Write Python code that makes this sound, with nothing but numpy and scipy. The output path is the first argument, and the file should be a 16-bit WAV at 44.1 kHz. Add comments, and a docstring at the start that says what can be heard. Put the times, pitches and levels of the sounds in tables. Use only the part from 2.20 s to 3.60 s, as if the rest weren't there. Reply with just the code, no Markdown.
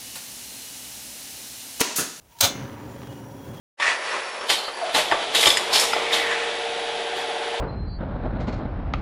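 """In a kitchen, a gas stove is lit close by. Gas starts to hiss from the nozzle, the igniter's
spring hammer snaps, and the blow makes the sheet-metal body ring. The gas catches with a soft
whump, flares round the burner and settles to a low fluttering flame with a few faint crackles."""
import sys
import numpy as np
from scipy import signal
from scipy.fft import irfft
from scipy.io import wavfile

SR = 44100
rng = np.random.default_rng(int(sys.argv[2]) if len(sys.argv) > 2 else 0)


def persist_wave(psi):
    """Save psi, clipped to +-1, as 16-bit WAV."""
    counts = np.round(np.clip(psi, -1, 1) * 32767).astype(np.int16)
    wavfile.write(sys.argv[1], SR, np.atleast_2d(counts).T)


N = 61739
T = np.arange(N) / SR
HZ = np.fft.rfftfreq(N, 1 / SR)


def amp(db):
    """Turns decibels into a number to multiply by."""
    return 10 ** (np.asarray(db) / 20)

def unit(x):
    """Scales a sound to an average (rms) strength of 1."""
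    return x / np.sqrt(np.mean(x ** 2) + 1e-20)

def read(points, hz):
    """Looks up a frequency in a table, sliding between rows on a pitch scale."""
    f, value = np.transpose(points)
    return np.interp(np.log(hz + 1), np.log(f + 1), value)

def noise(gain):
    """Noise of strength 1, shaped by a gain for each frequency."""
    return unit(irfft(gain * np.exp(2j * np.pi * rng.random(len(HZ))), N))

def coloured(tone):
    """Noise shaped by a tone table, which sets the balance of low and high, not the loudness."""
    return noise(amp(read(tone, HZ)))

def band(hz, width_hz):
    """Noise in one narrow range of pitch."""
    return noise(1 / (1 + (2 * (HZ - hz) / width_hz) ** 4))

def wobble(rate_hz):
    """Random movement, up to about the given rate."""
    return noise(1 / (1 + (HZ / rate_hz) ** 4))

def burst(start, rise_s, fade_s):
    """A quick rise, then a fade. A fade time is how long a sound takes to drop 60 dB."""
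    age = np.maximum(T - start, 0)
    return np.minimum(age / rise_s, 1) * amp(-60 * age / fade_s)

def dying(x, start, fades):
    """From start on, each frequency in x fades at its own speed."""
    hz, t, bands = signal.stft(x, SR, nperseg=256, noverlap=192)
    bands = bands * amp(-60 * np.maximum(t - start, 0) / read(fades, hz)[:, None])
    return signal.istft(bands, SR, nperseg=256, noverlap=192)[1][:N]


# The room's tone. Each row: frequency in Hz, relative level in dB.
ROOM_TONE = [(20, -13), (55, 3.5), (130, -0.5), (220, -8.5), (700, -11), (1500, -18), (3500, -33),
             (8000, -24)]

def kitchen():
    """The room makes a quiet, steady, low noise."""
    return amp(-57.5) * coloured(ROOM_TONE)


# How loud the hiss is. Each row: time in seconds, level in dB.
HISS_LEVEL = [(0, -63), (.06, -62), (.105, -58), (.3, -42), (.55, -56.5), (.87, -51), (1.08, -55),
              (1.4, -50)]
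# Its tone. Each row: frequency in Hz, relative level in dB.
HISS_TONE = [(1500, -4), (2800, 1.5), (3700, -1.5), (4700, -3), (6400, -1.5), (7700, -10.5), (9300, -6.5),
             (10000, -9.5), (11800, -11.5), (14000, -15), (16000, 2)]
# Notes of the mixing tube and nozzle. Each row: pitch in Hz, width in Hz, level in dB.
TUBE_NOTES = [(941, 120, -54.5), (5760, 140, -70), (7120, 340, -71.5), (8140, 180, -77), (9330, 210, -81),
              (10920, 570, -69.5), (12600, 200, -76), (15000, 620, -64.5)]
# Thin whistles. Each row: peak time in seconds, half length in seconds, pitch in Hz, level in dB.
JET_WHISTLES = [(0.695, 0.14, 7050, -66), (.87, 0.12, 3270, -62.5), (0.927, 0.14, 2925, -62),
                (1.1, 0.18, 5690, -66), (1.185, 0.11, 11100, -70), (1.274, 0.054, 9200, -71),
                (1.287, 0.18, 3310, -61.5), (1.39, 0.024, 3260, -55)]

def gas_jet():
    """Gas hisses from the nozzle as the valve opens; it sounds the mixing tube and whistles faintly."""
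    level = amp(np.interp(T, *np.transpose(HISS_LEVEL)))
    valve = np.clip((T - 0.073) / 0.077, 0, 1)  # 0 is shut, 1 is open
    tube = sum(amp(db + 1.5 * wobble(rate_hz=12)) * band(hz, width) for hz, width, db in TUBE_NOTES)
    whistles = sum(amp(db) * np.exp(-((T - peak) / half) ** 2) * band(hz, width_hz=150)
                   for peak, half, hz, db in JET_WHISTLES)
    hiss = coloured(HISS_TONE) * amp(1.36 * wobble(rate_hz=44))
    return level * hiss + valve * tube + whistles


# The hammer slips and strikes. Each row: start in seconds, relative level in dB.
HAMMER_HITS = [(0.1865, -29.5), (0.193, -34), (0.199, -33.5), (0.206, -13.5), (0.2088, 2), (0.2128, -7.5)]
# The tone of a hit. Each row: frequency in Hz, relative level in dB.
HIT_TONE = [(120, -74), (200, -24), (440, -20), (1100, -10.5), (2610, -14), (4040, 1), (4520, -5.5),
            (6170, -5), (8120, -8), (10900, -13.5), (14900, -7), (16000, -9)]

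def igniter():
    """Each touch of the spring hammer makes a short, bright crack."""
    return amp(-9) * sum(amp(db) * burst(start, rise_s=0.00026, fade_s=0.036) * coloured(HIT_TONE)
                         for start, db in HAMMER_HITS)


# The sheet metal's tone. Each row: frequency in Hz, relative level in dB.
METAL_TONE = [(120, -45), (200, -28), (260, -1), (330, -24.5), (470, -14), (720, -7.5), (930, -11),
              (1420, -9.5), (1980, -14.5), (2700, -12.5), (3200, -4), (4100, -3), (4500, -11), (4850, -5.5),
              (5050, -10), (5300, -11), (5750, -9.5), (6300, -5.5), (7250, -15), (7750, -9.5),
              (8100, -17.5), (8800, -12), (9600, -17), (14500, -17.5), (15400, -12), (16000, -35)]
# How the clang and the shimmer die away. Each row: frequency in Hz, fade time in seconds.
CLANG_FADES = [(300, 0.28), (1500, 0.19), (4000, 0.15), (7000, 0.18), (11000, 0.14), (16000, 0.15)]
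SHIMMER_FADES = [(1000, 0.21), (3000, 0.23), (6500, 0.25), (9500, .22)]
# Notes of the body and pan support. Each row: pitch in Hz, relative level in dB, fade time in seconds.
METAL_NOTES = [(556, -29.5, .3), (715, -29, .22), (850, -33, .16), (1470, -33, .22), (2122, -36, .43),
               (2326, -33, .3), (2420, -34, .19), (2653, -35, .35), (2934, -41, .75), (3530, -23, .24),
               (3600, -29, .19), (4017, -29, .17), (4068, -29, .22), (4184, -33, .33), (4422, -34, .2),
               (4912, -33, .16), (5436, -36, .34), (5905, -40, .75), (6195, -31, .17), (6430, -35, .52),
               (6538, -30, .15), (6941, -34, .3), (7833, -38, .17)]

def stove_body():
    """The struck metal rings: a clang, a shimmer of many faint notes and a few clear ones."""
    snap_s, recover_s, dip_db = 0.2067, 0.038, -9.5
    full_s = snap_s + recover_s
    onset = np.clip((T - snap_s) / 0.0057, 0, 1)
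    # held down just after the snap, then swelling back, as from a limiter (a loudness guard)
    dip = amp(dip_db * np.clip((full_s - T) / recover_s, 0, 1))
    clang = amp(-15) * dying(coloured(METAL_TONE), full_s, CLANG_FADES)
    pitches = np.linspace(1000, 9500, 64) + rng.uniform(-40, 40, 64)
    faint = sum(amp(read(METAL_TONE, hz)) * np.sin(2 * np.pi * (hz * T + rng.random())) for hz in pitches)
    shimmer = amp(-28.5) * dying(unit(faint), full_s, SHIMMER_FADES)
    age = np.maximum(T - full_s, 0)
    notes = sum(amp(db - 60 * age / fade) * np.sin(2 * np.pi * (hz * T + rng.random()))
                for hz, db, fade in METAL_NOTES)
    return onset * dip * (clang + shimmer + amp(-1) * notes)


# Soft whumps. Each row: peak time in seconds, half length in seconds, pitch in Hz, level in dB.
GAS_PUFFS = [(0.244, 0.013, 102, -24.5), (.443, 0.032, 122, -29.5), (0.896, .018, 118, -36)]

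def puffs():
    """Pockets of gas catch, each with a few low swings of air pressure."""
    return sum(amp(db) * np.exp(-((T - peak) / half) ** 2) * np.sin(2 * np.pi * hz * (T - peak))
               for peak, half, hz, db in GAS_PUFFS)


# The crackles. Each row: start in seconds, level in dB, added brightness in dB per octave.
FLAME_CRACKLES = [(0.608, -39, -5), (0.7621, -36, -1), (0.791, -47, -8), (0.818, -36.5, -0.5),
                  (0.833, -35, -1), (0.8717, -40, 4), (0.9255, -43.5, 3), (1.2314, -48, 0),
                  (1.268, -38.5, -5)]
# Their shared tone. Each row: frequency in Hz, relative level in dB.
CRACKLE_TONE = [(300, -2), (1200, 9.5), (3200, -5), (5000, -8), (9000, -19), (16000, -36)]

def crackles():
    """The flame gives a few tiny pops, some dull and some bright."""
    octaves = np.log2(np.maximum(HZ, 1000) / 1000)  # counted up from 1000 Hz
    tone_db = read(CRACKLE_TONE, HZ)
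    return sum(amp(db) * burst(start, rise_s=0.00042, fade_s=0.019)
               * noise(amp(tone_db + bright * octaves)) for start, db, bright in FLAME_CRACKLES)


# How loud the flame's roar is. Each row: time in seconds, level in dB.
ROAR_LOUDNESS = [(.25, -46), (.4, -36), (.55, -39.5), (.68, -38.5), (.8, -38.5), (.92, -39.5),
                 (1.05, -39.5), (1.24, -40.5), (1.31, -36.5), (1.4, -39.5)]
# The tones of the roar and the flare. Each row: frequency in Hz, relative level in dB.
ROAR_TONE = [(15, -61), (25, -38), (48, -15), (124, 6.5), (162, -3.5), (234, -2), (289, 2), (344, -11),
             (378, -3), (495, -11), (546, -1.5), (624, -16.5), (802, -11), (883, -14.5), (1230, -20),
             (1770, -22), (2500, -33), (3250, -61), (5500, -120)]
FLARE_TONE = [(100, -16.5), (260, 5.5), (450, -9), (900, -8), (1600, -9), (2600, -16.5), (5000, -25),
              (12000, -60)]

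def flame():
    """Burning gas makes a fluttering roar, and a brighter flare that fades as the flame settles."""
    light_s, rise_s, settle_s, fade_db_per_s = 0.221, 0.04, 0.38, 32
    lit = np.clip((T - light_s) / rise_s, 0, 1)
    roar = unit(coloured(ROAR_TONE) * amp(0.77 * wobble(rate_hz=94)))
    roar_db = np.interp(T, *np.transpose(ROAR_LOUDNESS))
    flare = unit(coloured(FLARE_TONE) * amp(5.5 * np.tanh(wobble(rate_hz=250))))
    flare_db = -39.5 - fade_db_per_s * np.maximum(T - settle_s, 0)
    return lit * (amp(roar_db) * roar + amp(flare_db) * flare)


def scene():
    """Adds the stove and the quiet kitchen together in one channel."""
    return (igniter() + stove_body() + puffs() + flame() + crackles() + gas_jet() + kitchen())[None]

def record(dry):
    """Cuts away the highest treble, above 15900 Hz."""
    treble_cut = signal.firwin(255, 15900, window=("kaiser", 9), fs=SR)
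    return signal.oaconvolve(dry, treble_cut[None], "same")


dry = scene()
out = record(dry)
persist_wave(out)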